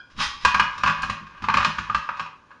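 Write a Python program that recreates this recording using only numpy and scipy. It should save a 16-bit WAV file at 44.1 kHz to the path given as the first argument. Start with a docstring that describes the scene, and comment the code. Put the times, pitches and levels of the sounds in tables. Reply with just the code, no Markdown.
"""Hands fit a sheet-steel cutter onto a pasta machine that stands on a kitchen worktop.
Over a faint floor an earlier blow wavers away, as beating sines; the part slides along its rail, a dense run
of clicks ringing it, and a few blows fall within the slide. From about 0.4 s many more blows and a rattle ring
banks of steel modes while it rubs lightly; jolts thump the worktop throughout; faint touches end it.
Feedback delays make a small hard room; a band-limited microphone above hears it all."""
import sys
import numpy as np
from scipy import signal
from scipy.fft import rfft, irfft
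from scipy.io import wavfile

SR = 44100
rng = np.random.default_rng(int(sys.argv[2]) if len(sys.argv) > 2 else 0)


def wav_record(signal):
    """Record a signal, one row per channel, as 16-bit PCM in the file named by sys.argv[1]."""
    frames = np.transpose(np.atleast_2d(signal))
    bounded = np.clip(frames, -1, 1)
    # unit amplitude maps onto the largest positive 16-bit level
    quanta = np.round(bounded * 32767).astype(np.int16)
    wavfile.write(sys.argv[1], SR, quanta)


def field_ratio(decibels):
    """Amplitude ratio for a level in dB (20 dB per decade); scalars and array-likes work."""
    return 10 ** (np.asarray(decibels, dtype=float) / 20)


N = 114660  # samples, 2.6 s


def rms_one(x):
    """Scale to rms 1."""
    return x / np.sqrt(np.mean(x ** 2) + 1e-20)


def at_hz(spectrum, hz):
    """Read a spectrum in dB along a log pitch axis."""
    point_hz, level_db = np.array(spectrum).T
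    return np.interp(np.log(hz), np.log(point_hz), level_db)


def add(out, start_s, sounds):
    """Place one sound at each time."""
    for start, sound in zip((start_s * SR).astype(int), sounds):
        out[start:start + len(sound)] += sound


def evened(sounds):
    """Equal strength over the first 30 ms of each row."""
    onset = sounds[:, :SR // 33]
    return sounds / np.sqrt(np.mean(onset ** 2, axis=1, keepdims=True))


def rings(modes):
    """One dying sine per mode, half a second long, one row each."""
    pitch_hz, level_db, t60_s = np.transpose(modes)[:, :, None]
    t = np.arange(SR // 2) / SR
    decay = field_ratio(level_db - 60 * t / np.maximum(t60_s, .01))
    return decay * np.sin(2 * np.pi * pitch_hz * t)


def strengths(count, size):
    """Every contact point drives each mode with its own strength and sign."""
    spread_db = 4.5
    draw = rng.standard_normal((count, 2, size))
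    return field_ratio(spread_db * draw[:, 0]) * np.sign(draw[:, 1])


PANEL_T60_S, PANEL_DECAY_SLOPE = 0.24, -0.017  # t60 at 2 kHz before slight scatter, power of frequency


def crowd(colour, gain_db, count):
    """Many weak modes at chance pitches, evenly dense, following a spectrum."""
    pitch_hz = 750 + (np.arange(count) + rng.random(count)) * 10200 / count
    t60_s = PANEL_T60_S * (pitch_hz / 2000) ** PANEL_DECAY_SLOPE * rng.uniform(1.0, 1.006, count)
    return np.transpose([pitch_hz, at_hz(colour, pitch_hz) + gain_db, t60_s])


# colour of the faint room noise: pitch_hz, level_db (relative, per Hz)
FLOOR_COLOUR = [(15, -33), (25, 1), (295, 1), (797, -6.5), (1000, -0.5), (1400, -14.5), (1550, 2),
                (1850, -16.5), (2510, -17), (6270, -24), (11000, -38), (14300, -81), (22000, -120)]
FLOOR_DB = -57.5  # rms of the whole floor


def floor():
    """Steady room noise: white noise shaped to the floor's colour."""
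    hz = np.maximum(np.arange(N // 2 + 1) * SR / N, 1)
    shaped = rfft(rng.standard_normal(N)) * field_ratio(at_hz(FLOOR_COLOUR, hz))
    return field_ratio(FLOOR_DB) * rms_one(irfft(shaped, N))


ROOM_T60_S, WALL_CUT_HZ, ROOM_DB = 0.43, 12700, -14.5


def kitchen(x):
    """Small hard room: ten feedback delays, duller on every round, stepped block by block."""
    out = np.zeros(N)
    dull = np.exp(-2 * np.pi * WALL_CUT_HZ / SR)
    lags = (rng.uniform(.012, .035, 10) * SR).astype(int)
    for k, lag in enumerate(lags):
        loop, state = x.copy(), [0.]
        gain = field_ratio(-60 * lag / SR / ROOM_T60_S)
        for i in range(lag, N, lag):
            back, state = signal.lfilter([gain * (1 - dull)], [1, -dull], loop[i - lag:i], zi=state)
            loop[i:i + lag] += back[:N - i]
        out += (loop - x) * (-1) ** k  # echoes only, alternating sign
    return field_ratio(ROOM_DB) * out


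# an earlier blow still wavering away at the start: centre_hz, level_db (relative), t60_s
DYING_MODES = [(1513, -36, 0.11), (1430, -65, .15), (2480, -60.5, 0.44), (3240, -50, 0.15), (4240, -69, .4),
               (4960, -56, 0.38)]
DYING_SPLIT_HZ = 130  # furthest a mode lies from its centre


def dying():
    """Each ring is a cluster of nine close modes that beat."""
    scatter = rng.uniform(-1, 1, (9 * len(DYING_MODES), 1)) * [DYING_SPLIT_HZ, 0, 0]
    cluster = np.repeat(DYING_MODES, 9, axis=0) + scatter
    sound = strengths(count=1, size=len(cluster))[0] @ rings(cluster) / np.sqrt(9)
    return np.pad(sound, (0, N - SR // 2))


# low modes of the worktop: pitch_hz, level_db (relative), t60_s
WORKTOP_MODES = [(35, -2, 0.13), (58.9, 7, 0.17), (105, 4, .2), (159.8, 1.5, 0.3), (204.4, 7, 0.16),
                 (234.1, 3, 0.16), (327.3, -5, .15), (411.4, -8, 0.21)]


def worktop_rings():
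    """The worktop answers any push with its low modes."""
    return rings(WORKTOP_MODES)


# jolts into the worktop: start_s, deep_modes_db, upper_modes_db (drive before a chance spread)
JOLTS = [(0.131, -52, -64.5), (0.176, -35, -41), (0.26, -39.5, -57), (0.349, -49, -56), (0.448, -30, -35.5),
         (0.54, -34, -36.5), (0.595, -35, -35), (0.65, -49, -47), (0.78, -50, -47.5), (0.836, -38, -34.5),
         (0.881, -40.5, -35), (1.03, -37, -42), (1.09, -41, -37), (1.209, -53, -43), (1.42, -41.5, -36.5),
         (1.48, -42, -34), (1.54, -38, -30.5), (1.58, -33.5, -37.5), (1.661, -42, -31.5),
         (1.781, -41, -37.5), (1.89, -51, -40.5), (1.945, -35, -42), (2.09, -59, -51), (2.195, -52, -45)]
THUMP_RISE_S, DEEP_BELOW_HZ, JOLT_SPREAD_DB = 0.0068, 80, 2.5


def thumps():
    """Each jolt swells into the deep and the upper worktop modes."""
    start_s, deep_db, upper_db = np.transpose(JOLTS)[:, :, None]
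    t, out = np.arange(SR // 2) / SR, np.zeros(N + SR)
    is_deep = np.array(WORKTOP_MODES)[:, 0] < DEEP_BELOW_HZ
    drive = field_ratio(np.where(is_deep, deep_db, upper_db))
    uneven = drive * field_ratio(JOLT_SPREAD_DB * rng.standard_normal(drive.shape))
    add(out, start_s[:, 0], uneven @ worktop_rings() * (1 - np.exp(-t / THUMP_RISE_S)))
    return out[:N]


def in_time(rows):
    """Level and rumble offset per sample; silent outside the table."""
    start_s, level_db, rumble_offset_db = np.transpose(rows)
    t = np.arange(N) / SR
    level = np.interp(t, start_s, level_db, left=-120, right=-120)
    return level, np.interp(t, start_s, rumble_offset_db)


def grains(gain, per_s, spread_db, body):
    """Chance clicks of uneven size, dealt to six contact points of a body; about rms 1 before the gain."""
    hits = rng.random(N) < per_s / SR
    clicks = hits * field_ratio(spread_db * np.minimum(rng.exponential(1, N), 3))
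    dealt = rng.integers(0, 6, N)
    voices = strengths(count=6, size=len(body)) @ body
    scale = np.sqrt(np.mean(clicks ** 2) * np.sum(voices ** 2) / 6)
    out = np.zeros(N)
    for k, voice in enumerate(voices):
        out += signal.fftconvolve(clicks * gain * (dealt == k), voice)[:N]
    return out / scale


def contact(rows, steel_db, per_s, spread_db, body):
    """Running contact: one run of grains into the steel and another into the worktop."""
    level_db, rumble_offset_db = in_time(rows)
    metal = grains(field_ratio(level_db + steel_db), per_s, spread_db, body)
    rumble = grains(field_ratio(level_db + rumble_offset_db), per_s, spread_db, worktop_rings())
    return metal, rumble


# clear modes of the part on its rail: pitch_hz, level_db (relative), t60_s (before the grip)
RAIL_MODES = [(992, -6, 0.28), (1144, 4.5, 0.24), (1699, -4, 0.15), (2610, -6.5, 0.096), (3250, -7.5, .2),
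              (3960, -6, 0.18), (4430, -12, 0.13), (5070, -5, 0.42)]
# colour of the part's crowd of weak modes: pitch_hz, level_db (relative)
PART_COLOUR = [(410, -74), (700, -47), (881, -13.5), (1150, -1.5), (1330, -10.5), (1620, -9.5), (2270, -11),
               (2630, -9), (5190, -14), (11000, -41), (14300, -80), (22000, -120)]
SLIDE_GRIP_T60_S = 0.35


def sliding_part():
    """Rings of the part on its rail, damped further by the hands' grip."""
    part = rings(np.vstack([RAIL_MODES, crowd(PART_COLOUR, 2.5, count=300)]))
    return part * field_ratio(-60 * np.arange(SR // 2) / SR / SLIDE_GRIP_T60_S)


# the part slides along the rail: start_s, level_db (relative), rumble_offset_db (worktop against level_db)
SLIDE_CURVE = [(0.1, -48.5, -24), (0.134, -66.5, 7), (0.2, -22.5, -16.5), (0.228, -20.5, -31),
               (0.298, -43, -20), (0.332, -42, -17.5), (0.388, -50.5, -6.5), (0.422, -39.5, -26),
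               (0.44, -38.5, -0.5)]
# it keeps rubbing lightly while it is fitted: start_s, level_db, rumble_offset_db (as above)
RUB_CURVE = [(0.46, -41, -19), (0.61, -49.5, -16), (0.84, -52, -14), (1.03, -50, -16.5), (1.19, -58, -18),
             (1.25, -68, -16), (1.48, -61, -17), (1.6, -42, -16), (1.65, -43, -15), (1.82, -49.5, -14),
             (1.94, -52, -15), (2.15, -56, -13), (2.33, -78, -14), (2.6, -94, -14)]


def slide_and_rub(part):
    """Sliding is a dense run of tiny grains that ring the part and the worktop."""
    return contact(np.vstack([SLIDE_CURVE, RUB_CURVE]), steel_db=-1, per_s=1900, spread_db=-1.5, body=part)


# clear modes of the frame: pitch_hz, level_db (relative), t60_s (free ring)
FRAME_MODES = [(519, -27.5, .12), (556, -19.5, 0.1), (588.5, -18.5, 0.11), (608.5, -20.5, 0.14),
               (767, -20, .25), (900.3, -9, 0.17), (1000, -2, 0.11), (1007.3, -13.5, 0.18),
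               (1084.6, -3.5, 0.23), (1112, -10, 0.55), (1188.7, -4, 0.17), (1214.7, -3.5, 0.14),
               (1427.3, -13.5, 0.1), (1580, -21, 0.13), (1591, -18.5, 0.067), (1932, -13.5, 0.1),
               (2092, -17, 0.074), (2445, -15, 0.1), (2493, -13.5, 0.14), (4174, -27, 0.14)]
# colour of the crowd of small panel modes: pitch_hz, level_db (relative)
PANEL_COLOUR = [(440, -47), (750, -21.5), (830, -15.5), (1180, 1), (1340, -8), (1630, 2), (1880, -14.5),
                (2550, -8.5), (3530, -20), (4320, -21.5), (6850, -32.5), (9270, -47.5), (11000, -65),
                (14300, -94), (22000, -120)]


def steel_modes():
    """The frame's clear modes plus a crowd of small panel modes."""
    return np.vstack([FRAME_MODES, crowd(PANEL_COLOUR, -10, count=300)])


# loose contact between the parts: start_s, level_db (relative), rumble_offset_db (worktop against level_db)
RATTLE_CURVE = [(0.4, -48, -16), (0.5, -33, -20), (0.64, -34, -22), (0.99, -27, -18), (1.17, -34, -20),
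                (1.26, -43.5, -17), (1.48, -33.5, -18.5), (1.61, -36.5, -7), (1.78, -29.5, -19),
                (2.1, -45.5, -19.5), (2.15, -35.5, -23), (2.29, -61, -21), (2.46, -53.5, -27),
                (2.6, -58, -13)]


def rattle(steel):
    """Small touches at chance moments ring the steel and the worktop."""
    return contact(RATTLE_CURVE, steel_db=-9, per_s=400, spread_db=3.5, body=rings(steel))


# blows of part on frame: start_s, peak_db (relative), brightness_db_per_octave,
# grip_t60_s (damping by the hands, on top of each mode's own decay)
BLOWS = [(0.188, -28.5, -1, 0.14), (0.202, -16.5, 0, 0.062), (0.212, -18.5, 5, 0.087), (0.449, 0, 4, 0.23),
         (0.544, -5, 2.1, 0.19), (0.596, -1.5, 1.3, 0.19), (0.779, -26, 5.5, .3), (0.834, -6.5, 0.6, 0.27),
         (0.861, -8, .6, 0.14), (0.874, -6, 1.2, 0.18), (0.896, -12, 0.3, 0.11), (0.907, -17.5, 0.5, 0.28),
         (1.019, -28.5, 11.5, .4), (1.031, -12, 0.3, 0.23), (1.097, -13, 4, 0.17), (1.267, -33.5, 2, 0.24),
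         (1.348, -35.5, -4, 0.31), (1.421, -26.5, 3.5, 0.34), (1.44, -16, 1.1, 0.27),
         (1.485, -5, -2.5, .12), (1.498, -11, 0, .15), (1.539, -7.5, .6, 0.27), (1.570, -6, 1.5, 0.14),
         (1.582, -10.5, -0.5, 0.16), (1.604, -12, 0, 0.17), (1.627, -14.5, 2.2, .15),
         (1.646, -5.5, 3.5, 0.18), (1.783, -15.5, 2, 0.35), (1.898, -11, -2, 0.21), (1.946, -7, 1.2, .2),
         (2.036, -32.5, 2.2, 0.26), (2.089, -13.5, -5.5, 0.18), (2.170, -29, 3, 0.46),
         (2.195, -15.5, 1.2, 0.31), (2.260, -27, 1, 0.27), (2.505, -39, -5, 0.4), (2.513, -36, -2.2, 0.56)]
KNOCK_DB, CONTACT_S = -12.5, 0.001  # gain of all blows, time constant of the rise
CRACK_DB, CRACK_S = -2.5, 0.013  # extra first burst of each blow


def knocks(steel):
    """Each blow rings the steel, tilted by its brightness and damped by the hands."""
    start_s, peak_db, brightness_db, grip_t60_s = np.transpose(BLOWS)[:, :, None]
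    t, out = np.arange(SR // 2) / SR, np.zeros(N + SR)
    octaves = np.log2(np.maximum(steel[:, 0], 1300) / 1300)  # tilt starts at 1300 Hz
    drive = field_ratio(brightness_db * octaves) * strengths(count=len(start_s), size=len(steel))
    blows = evened(drive @ rings(steel))
    damping = field_ratio(peak_db + KNOCK_DB - 60 * t / np.maximum(grip_t60_s, .02))
    rise = 1 - np.exp(-t / CONTACT_S)
    crack = 1 + field_ratio(CRACK_DB) * np.exp(-t / CRACK_S)
    add(out, start_s[:, 0], blows * damping * rise * crack)
    return out[:N]


def scene():
    """Steel sounds fill the room; the worktop reaches the microphone through its stand."""
    steel = steel_modes()
    part = sliding_part()
    rattle_metal, rattle_rumble = rattle(steel)
    slide_metal, slide_rumble = slide_and_rub(part)
    metal = knocks(steel) + dying() + rattle_metal + slide_metal
    in_room = metal + kitchen(metal)
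    worktop = thumps() + rattle_rumble + slide_rumble
    return (in_room + worktop + floor())[None]


# dips in the response at the microphone: pitch_hz, width_hz, depth (0-1)
RESPONSE_DIPS = [(412, 128, 0.44), (677, 94, 0.76), (7980, 1150, 0.9)]
CLIP_TOP, CUTOFF_HZ = 0.55, 11640  # ceiling of the rounded peaks (full scale 1), edge of the top cut


def microphone(x):
    """Narrow dips in the response, rounded peaks, then a steep top cut."""
    for pitch_hz, width_hz, depth in RESPONSE_DIPS:
        band = signal.lfilter(*signal.iirpeak(pitch_hz, pitch_hz / width_hz, fs=SR), x)
        x = x - np.clip(depth, 0, 1) * band
    x = x / (1 + (x / CLIP_TOP) ** 4) ** (1 / 4)
    return signal.sosfilt(signal.cheby2(12, 70, CUTOFF_HZ, fs=SR, output="sos"), x)


def top_cut(x):
    """Nothing passes above the cut-off."""
    return signal.sosfilt(signal.butter(12, 11120, fs=SR, output="sos"), x)


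def record(dry):
    """The scene as the band-limited microphone hears it."""
    mix = microphone(dry)
    return top_cut(mix)


dry = scene()
out = record(dry)
wav_record(out)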